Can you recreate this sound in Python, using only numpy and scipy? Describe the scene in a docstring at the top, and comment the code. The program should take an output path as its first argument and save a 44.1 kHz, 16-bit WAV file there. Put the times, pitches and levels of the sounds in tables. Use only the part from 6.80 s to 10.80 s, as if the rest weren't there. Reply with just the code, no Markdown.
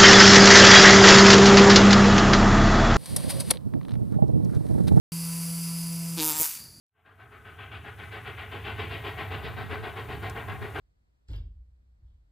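"""Open prairie, beside a straight track. The sound is faded in over the first 0.8 s: grass hisses in the
wind, insects buzz nearby with a thin equipment whine, and far down the line a steam locomotive works hard.
Its exhaust beats, four to a wheel turn, are rough blasts of steam over a deep throb from the stack,
and they grow as it slowly comes nearer. From about 2.6 s gusts softly buffet the microphone,
and at 3.5 s there is one dry tick close by."""
import sys
import numpy as np
from scipy import signal
from scipy.fft import rfft, irfft
from scipy.io import wavfile
from scipy.ndimage import uniform_filter1d, map_coordinates

SR = 44100
rng = np.random.default_rng(int(sys.argv[2]) if len(sys.argv) > 2 else 0)


def int16_out(signal):
    """Quantize to a 16-bit WAV file."""
    q = np.round(np.clip(np.atleast_2d(signal).T, -1, 1) * 32767)
    wavfile.write(sys.argv[1], SR, q.astype(np.int16))


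N = 176400
TIME_S = np.arange(N) / SR
BIN_HZ = np.arange(N // 2 + 1) * SR / N


def undb(db):
    """Decibels to gain."""
    return 10 ** (np.asarray(db) / 20)


def curve(points):
    """Straight lines through (t/s, value) points."""
    return np.interp(TIME_S, *np.array(points).T)


def by_frequency(points):
    """An (f/Hz, value) table spread over the spectrum on a log axis."""
    hz, value = np.array(points).T
    return np.interp(np.log(BIN_HZ + 1), np.log(hz), value)


def walk(rate_hz):
    """A smooth random drift with a spread of one, changing about rate_hz times a second."""
    drift = irfft(rfft(rng.standard_normal(N)) * np.exp(-(BIN_HZ / rate_hz) ** 2), N)
    return drift / drift.std()


def flutter(db, rate_hz):
    """A wavering gain of mean power one."""
    gain = undb(db * walk(rate_hz))
    return gain / np.sqrt(np.mean(gain ** 2))


def rush(drive, colour, width):
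    """Stereo noise as strong as drive, shaped by a colour; width is the side level against the mid."""
    gain, side_gain = undb(by_frequency(colour)), undb(by_frequency(width))
    norm = np.sqrt(np.mean(gain ** 2) * (1 + side_gain ** 2))
    mid, side = rfft(rng.standard_normal((2, N)) * drive) * gain / norm
    return irfft(np.array([mid + side_gain * side, mid - side_gain * side]), N)


# Grass around the microphone, colour and stereo width: f/Hz, level/dB
GRASS_COLOUR = [(200, -1), (1000, 16), (3000, -12.5), (5500, 1.5), (7000, 0.5), (9500, 6), (12000, 6),
                (13500, -5), (15500, -37)]
GRASS_WIDTH = [(200, 0), (4000, 15), (7200, -19), (8600, -3), (9500, -6.5), (12000, 5.5), (14000, -5)]
# Its hiss, rising unevenly with the wind: t/s, level/dB
GRASS_LEVEL = [(0, -69), (.5, -64.5), (.9, -68.5), (1.25, -62.5), (1.7, -63.5), (2.25, -60), (2.7, -62.5),
               (3.1, -61), (3.45, -59.5), (3.7, -61), (4, -58.5)]

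def grass():
    """Wind draws a fine hiss from the nearby grass."""
    level = undb(curve(GRASS_LEVEL)) * flutter(db=0.6, rate_hz=65)
    return rush(level, GRASS_COLOUR, GRASS_WIDTH)


# Colour of the insects near the microphone: f/Hz, level/dB
INSECT_COLOUR = [(13000, -46), (13750, -12), (13900, -1), (14150, 0), (14600, -4), (15000, -6),
                 (15400, -16), (16000, -40)]
# Swells shared by the buzz and the high tones: t/s, level/dB
BUZZ_LEVEL = [(0, -71), (1, -75), (1.6, -68), (2, -67), (2.3, -63), (2.7, -65), (3, -68), (3.5, -62.5),
              (4, -68)]
# The wavering 13.9 kHz tone is the insects'; the other three are a thin whine of steady pitch,
# probably from the camera: f/Hz, wander/Hz, level/dB against the buzz
HIGH_TONES = [(7364, 4, -19), (13905, 30, -10), (14664, 4, -17), (14966, 7, -15)]

def insects_and_whine():
    """Insects buzz at the top of hearing with one wavering tone, beside a thin equipment whine."""
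    level = undb(curve(BUZZ_LEVEL)) * flutter(db=0.5, rate_hz=150)
    tones = np.zeros(N)
    for hz, wander_hz, db in HIGH_TONES:
        phase = 2 * np.pi * np.cumsum(hz + wander_hz * walk(59)) / SR
        tones += undb(db) * np.sqrt(2) * np.sin(phase)
    return rush(level, INSECT_COLOUR, width=[(14000, -3.5)]) + level * tones


# Wind right on the microphone, colour and stereo width: f/Hz, level/dB
BUFFET_COLOUR = [(15, -32), (30, -14), (50, -4), (85, 5), (130, -4.5), (200, -4), (280, -29), (500, -26),
                 (2000, -59)]
BUFFET_WIDTH = [(60, 3.5), (200, 8)]
# Gusts: t/s, half length/s, level/dB
GUSTS = [(2.73, 0.13, -43), (2.953, 0.15, -41.5), (3.346, 0.16, -53), (3.72, 0.064, -44),
         (3.833, .045, -40.5)]

def wind_buffet(lull_db=-69):
    """Gusts rumble softly on the microphone, with a faint rumble left in the lulls."""
    gusts = sum(undb(db) * np.exp(-((TIME_S - at) / half_s) ** 2) for at, half_s, db in GUSTS)
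    level = (undb(lull_db) + gusts) * flutter(db=1.0, rate_hz=20)
    return rush(level, BUFFET_COLOUR, BUFFET_WIDTH)


# Colour of the tick: f/Hz, level/dB
TICK_COLOUR = [(2000, -23), (4000, -10), (5400, 2), (6800, -8), (8000, 3), (10000, -8.5), (15000, -18)]

def tick(at_s=3.499, level_db=-41, width_s=0.001, tail_db=-13, tail_s=0.009):
    """One dry tick close to the microphone, with a short rustling tail."""
    age = TIME_S - at_s
    snap = np.exp(-(age / width_s) ** 2 / 2)
    tail = undb(tail_db) * (age > 0) * np.exp(-np.abs(age) / tail_s)
    return rush(undb(level_db) * (snap + tail), TICK_COLOUR, width=[(8000, -7)])


LEAD_S, ATTACK_S, HOLD_S = 0.012, 0.03, 0.028  # timing of one exhaust beat

def valve_beats(times, levels_db, decay_s):
    """Envelope of the exhaust valve's openings: each a quick swell, a short hold and a fall."""
    power = np.zeros(N)
    for start, gain in zip(times - LEAD_S, undb(levels_db)):
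        span = slice(int(start * SR), int((start + 0.5) * SR))
        age = TIME_S[span] - start
        swell = np.sin(np.clip(age / ATTACK_S, 0, 1) * np.pi / 2) ** 2
        fall = np.exp(-np.maximum(age - ATTACK_S - HOLD_S, 0) / decay_s)
        power[span] += (gain * swell * fall) ** 2
    return np.sqrt(power)


def sustain(times, levels_db):
    """An unbroken gain that glides from one beat's level to the next."""
    return undb(curve(np.c_[times + ATTACK_S + HOLD_S, levels_db]))


def second_path(sound, delay_s=0.004, wander_s=0.000318, gain=0.38):
    """Far sound arrives again by a wandering path through unsteady air, so its colour keeps shifting."""
    positions = np.arange(N) - (delay_s + wander_s * walk(1.88)) * SR
    late = np.array([map_coordinates(ear, [positions], order=3, mode="nearest") for ear in sound])
    return (sound + gain * late) / np.hypot(1, gain)


# Colour of the stack's throb, and the narrow stereo width of the whole far train: f/Hz, level/dB
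THROB_COLOUR = [(20, -54), (40, -31), (55, -17.5), (68, -8.5), (77, -3.5), (87, -3.5), (101, 2), (112, -3),
                (135, -12), (180, -21), (300, -23), (600, -67)]
TRAIN_WIDTH = [(60, -25), (150, -16.5), (350, -15), (1000, -10.5), (2500, -16.5), (5000, -30)]

def stack_throb(times, levels_db, steadiness=0.47, settle_s=0.0294, pulse_depth=0.28):
    """The draught keeps a low resonance alive in the stack; it swells a little with each beat."""
    resonance = rush(1, THROB_COLOUR, TRAIN_WIDTH)
    power = uniform_filter1d(np.mean(resonance ** 2, axis=0), int(settle_s * SR))
    resonance /= power ** (steadiness / 2)  # the draught partly evens out its strength
    pulse = 1.5 + pulse_depth * (valve_beats(times, np.zeros_like(times), decay_s=0.053) - 0.5)
    return sustain(times, levels_db) * pulse * resonance / resonance.std()


# Six registers of a steam blast as heard from far off, low to high: f/Hz, level/dB
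BODY_COLOUR = [(130, -24), (163, -7), (195, -16.5), (230, -10), (300, -10.5), (345, -5.5), (372, -7),
               (415, 3), (452, 0), (490, -14.5), (525, -19), (555, -7.5), (590, -12.5), (660, -51)]
BARK_COLOUR = [(540, -20), (620, -7), (665, 2), (700, -2), (745, 4.5), (780, -0.5), (815, 2), (900, -6),
               (1000, -3), (1052, 2), (1150, -3), (1300, -31), (1600, -44.5)]
BLAST_COLOUR = [(950, -31), (1150, -5), (1270, 0), (1380, -2), (1480, 1.5), (1560, 3), (1700, -4.5),
                (1850, -12), (2200, -30), (3500, -55)]
RASP_COLOUR = [(1300, -35), (1700, -7.5), (1880, 2.5), (2020, -1), (2160, -3.5), (2330, -4), (2550, -11.5),
               (3100, -29), (4500, -59)]
TREBLE_COLOUR = [(1600, -21), (2100, -4.5), (2480, 1), (3000, 0), (3430, -4.5), (3800, -14), (4400, -27),
                 (6000, -56)]
EDGE_COLOUR = [(3000, -17), (3500, -1.5), (3780, 0), (4050, -6), (4350, -6.5), (4700, -9), (5200, -18.5),
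               (7000, -53)]

def steam_blasts(times, beat_db, extras_db, trail_db=-12):
    """Turbulent jets of exhaust steam, each trailing away over the plain."""
    body_db, bark_db, rasp_db, treble_db, edge_db = extras_db
    jet_roughness = flutter(db=0.94, rate_hz=255)

    def register(colour, offset_db, decay_s=0.05, lag_s=0):
        """All the beats and their trail in one colour."""
        levels_db = beat_db + offset_db
        air_shimmer = flutter(db=0.79, rate_hz=25)  # turbulence on the way to the microphone
        blasts = valve_beats(times + lag_s, levels_db, decay_s) * jet_roughness * air_shimmer
        trail = sustain(times, levels_db + trail_db)
        return rush(np.hypot(blasts, trail), colour, TRAIN_WIDTH)

    body = register(BODY_COLOUR, body_db + 0.53, decay_s=0.053, lag_s=0.0013)
    bark = register(BARK_COLOUR, bark_db + 2)
    blast = register(BLAST_COLOUR, 2)
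    rasp = register(RASP_COLOUR, rasp_db - 0.05)
    treble = register(TREBLE_COLOUR, treble_db - 0.9, decay_s=0.04)
    edge = register(EDGE_COLOUR, edge_db - 12.5, decay_s=0.04)
    return body + bark + second_path(blast + rasp + treble + edge)


# Exhaust beats, before each register's own trim:
# t/s, level/dB, extra/dB in body, bark, rasp, treble and edge, throb level/dB
EXHAUST_BEATS = [(0.148, -53, -4.5, 0, -2.5, -2.5, -15, -51.5), (0.248, -44.0, -6.5, -5, -8, -7, -6, -49),
                 (0.384, -47.0, -4.5, -3, -3.5, -7, -5, -46.0),
                 (0.512, -49, -4, -5.0, -3.5, -6.5, -5, -51.5), (0.648, -50, -4.5, -3.5, -5, -2, -4, -49.5),
                 (0.783, -49.5, -3, -2.0, -2.0, 3.0, -6, -49.5),
                 (0.914, -49.0, -2.5, -2.5, -1.0, 3, 0.0, -46.5),
                 (1.041, -48.5, -3.5, -3, -1.5, -2, -2.5, -48), (1.183, -49.0, -1.5, -3, 0.5, 0, 0.0, -46),
                 (1.316, -48, -0.5, -0.0, 2.5, 2.5, 2.5, -46),
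                 (1.451, -45.5, -1.5, -2.5, 0.5, 1, -2, -45.5),
                 (1.575, -47.5, -3, -2.0, 3.5, 2.5, -0.5, -46),
                 (1.715, -48, 4.5, 2.5, 1.5, 5.0, 2.5, -43.5), (1.846, -44.5, 0, 1, 2, 5.5, 4.5, -40.5),
                 (1.981, -45.0, 3.5, 2.5, 2.5, 5.5, 6, -38.5), (2.102, -45.5, 3.5, 1, 2.5, 5.0, 7, -41),
                 (2.24, -45.5, 3, 3.5, 2.5, 5, 5, -42), (2.374, -44.0, 1.5, 1.0, 3.5, 2.0, 3, -40.0),
                 (2.507, -45.0, 2.5, 3, 0.5, 4, 5.5, -37.5), (2.631, -45.0, 3.5, 1, 0.5, 0.5, 6.5, -44),
                 (2.768, -43.5, -1.5, -1.0, -1.5, -3.5, 3.5, -41.0),
                 (2.901, -41.5, 1.5, -2.0, -1.0, -3.0, 1.5, -42.5),
                 (3.029, -44.0, 1.5, 2.5, -2.5, -0.5, 1.5, -47), (3.156, -47.0, 3.5, 3.5, 0.5, 0, 4, -42),
                 (3.286, -48.5, 4.5, 4.5, 3.5, 2, 6.5, -38), (3.422, -44.5, 3.0, 2.5, 0.5, 0, 3.5, -38),
                 (3.552, -45, 2, 3.0, 0.0, -1.5, -1, -43), (3.678, -45, 0.5, 2.5, -1.0, -2.5, -2, -39.5),
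                 (3.811, -47.0, 5.5, 2.5, 2, -1.5, 2, -45), (3.947, -43, 4.5, 2.5, -2, -1, 1, -37)]
# Direction of the train from the microphone: f/Hz, left minus right/dB
TRAIN_PAN = [(60, -1.5), (200, -1), (380, -1), (700, 0.5), (1290, 3.5), (2380, 4.5), (4400, 0.5),
             (8000, -8)]

def locomotive():
    """The engine labours far down the track, exhausting steam about 7.5 times a second."""
    times, beat_db, *extras_db, throb_db = np.array(EXHAUST_BEATS).T
    exhaust = steam_blasts(times, beat_db, extras_db) + stack_throb(times, throb_db - 2.5)
    pan_db = by_frequency(TRAIN_PAN) / 2
    return irfft(rfft(exhaust) * undb([pan_db, -pan_db]), N)


def scene():
    """The far train beyond the near sounds of the prairie."""
    return locomotive() + grass() + wind_buffet() + insects_and_whine() + tick()


# An edited fade-in, the whole sound rising from silence over the first 0.8 s: t/s, gain
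FADE_IN = [(0, 0), (.115, 0.0034), (.16, 0.038), (.3, 0.16), (.55, 0.5), (.82, 0.94)]

def record(dry):
    """The camera cuts a comb of narrow notches and loses the very top; an edit fades the sound in."""
    spacing_hz, half_width_hz, depth, top_hz = 600, 9.1, 0.57, 15700
    off_notch_hz = BIN_HZ - spacing_hz * np.maximum(np.round(BIN_HZ / spacing_hz), 1)
    comb = 1 - depth / (1 + (off_notch_hz / half_width_hz) ** 2)
    faded = irfft(rfft(dry) * comb, N) * curve(FADE_IN)
    lowpass = signal.ellip(14, 0.1, 80, top_hz, fs=SR, output="sos")
    return signal.sosfilt(lowpass, faded)


dry = scene()
out = record(dry)
int16_out(out)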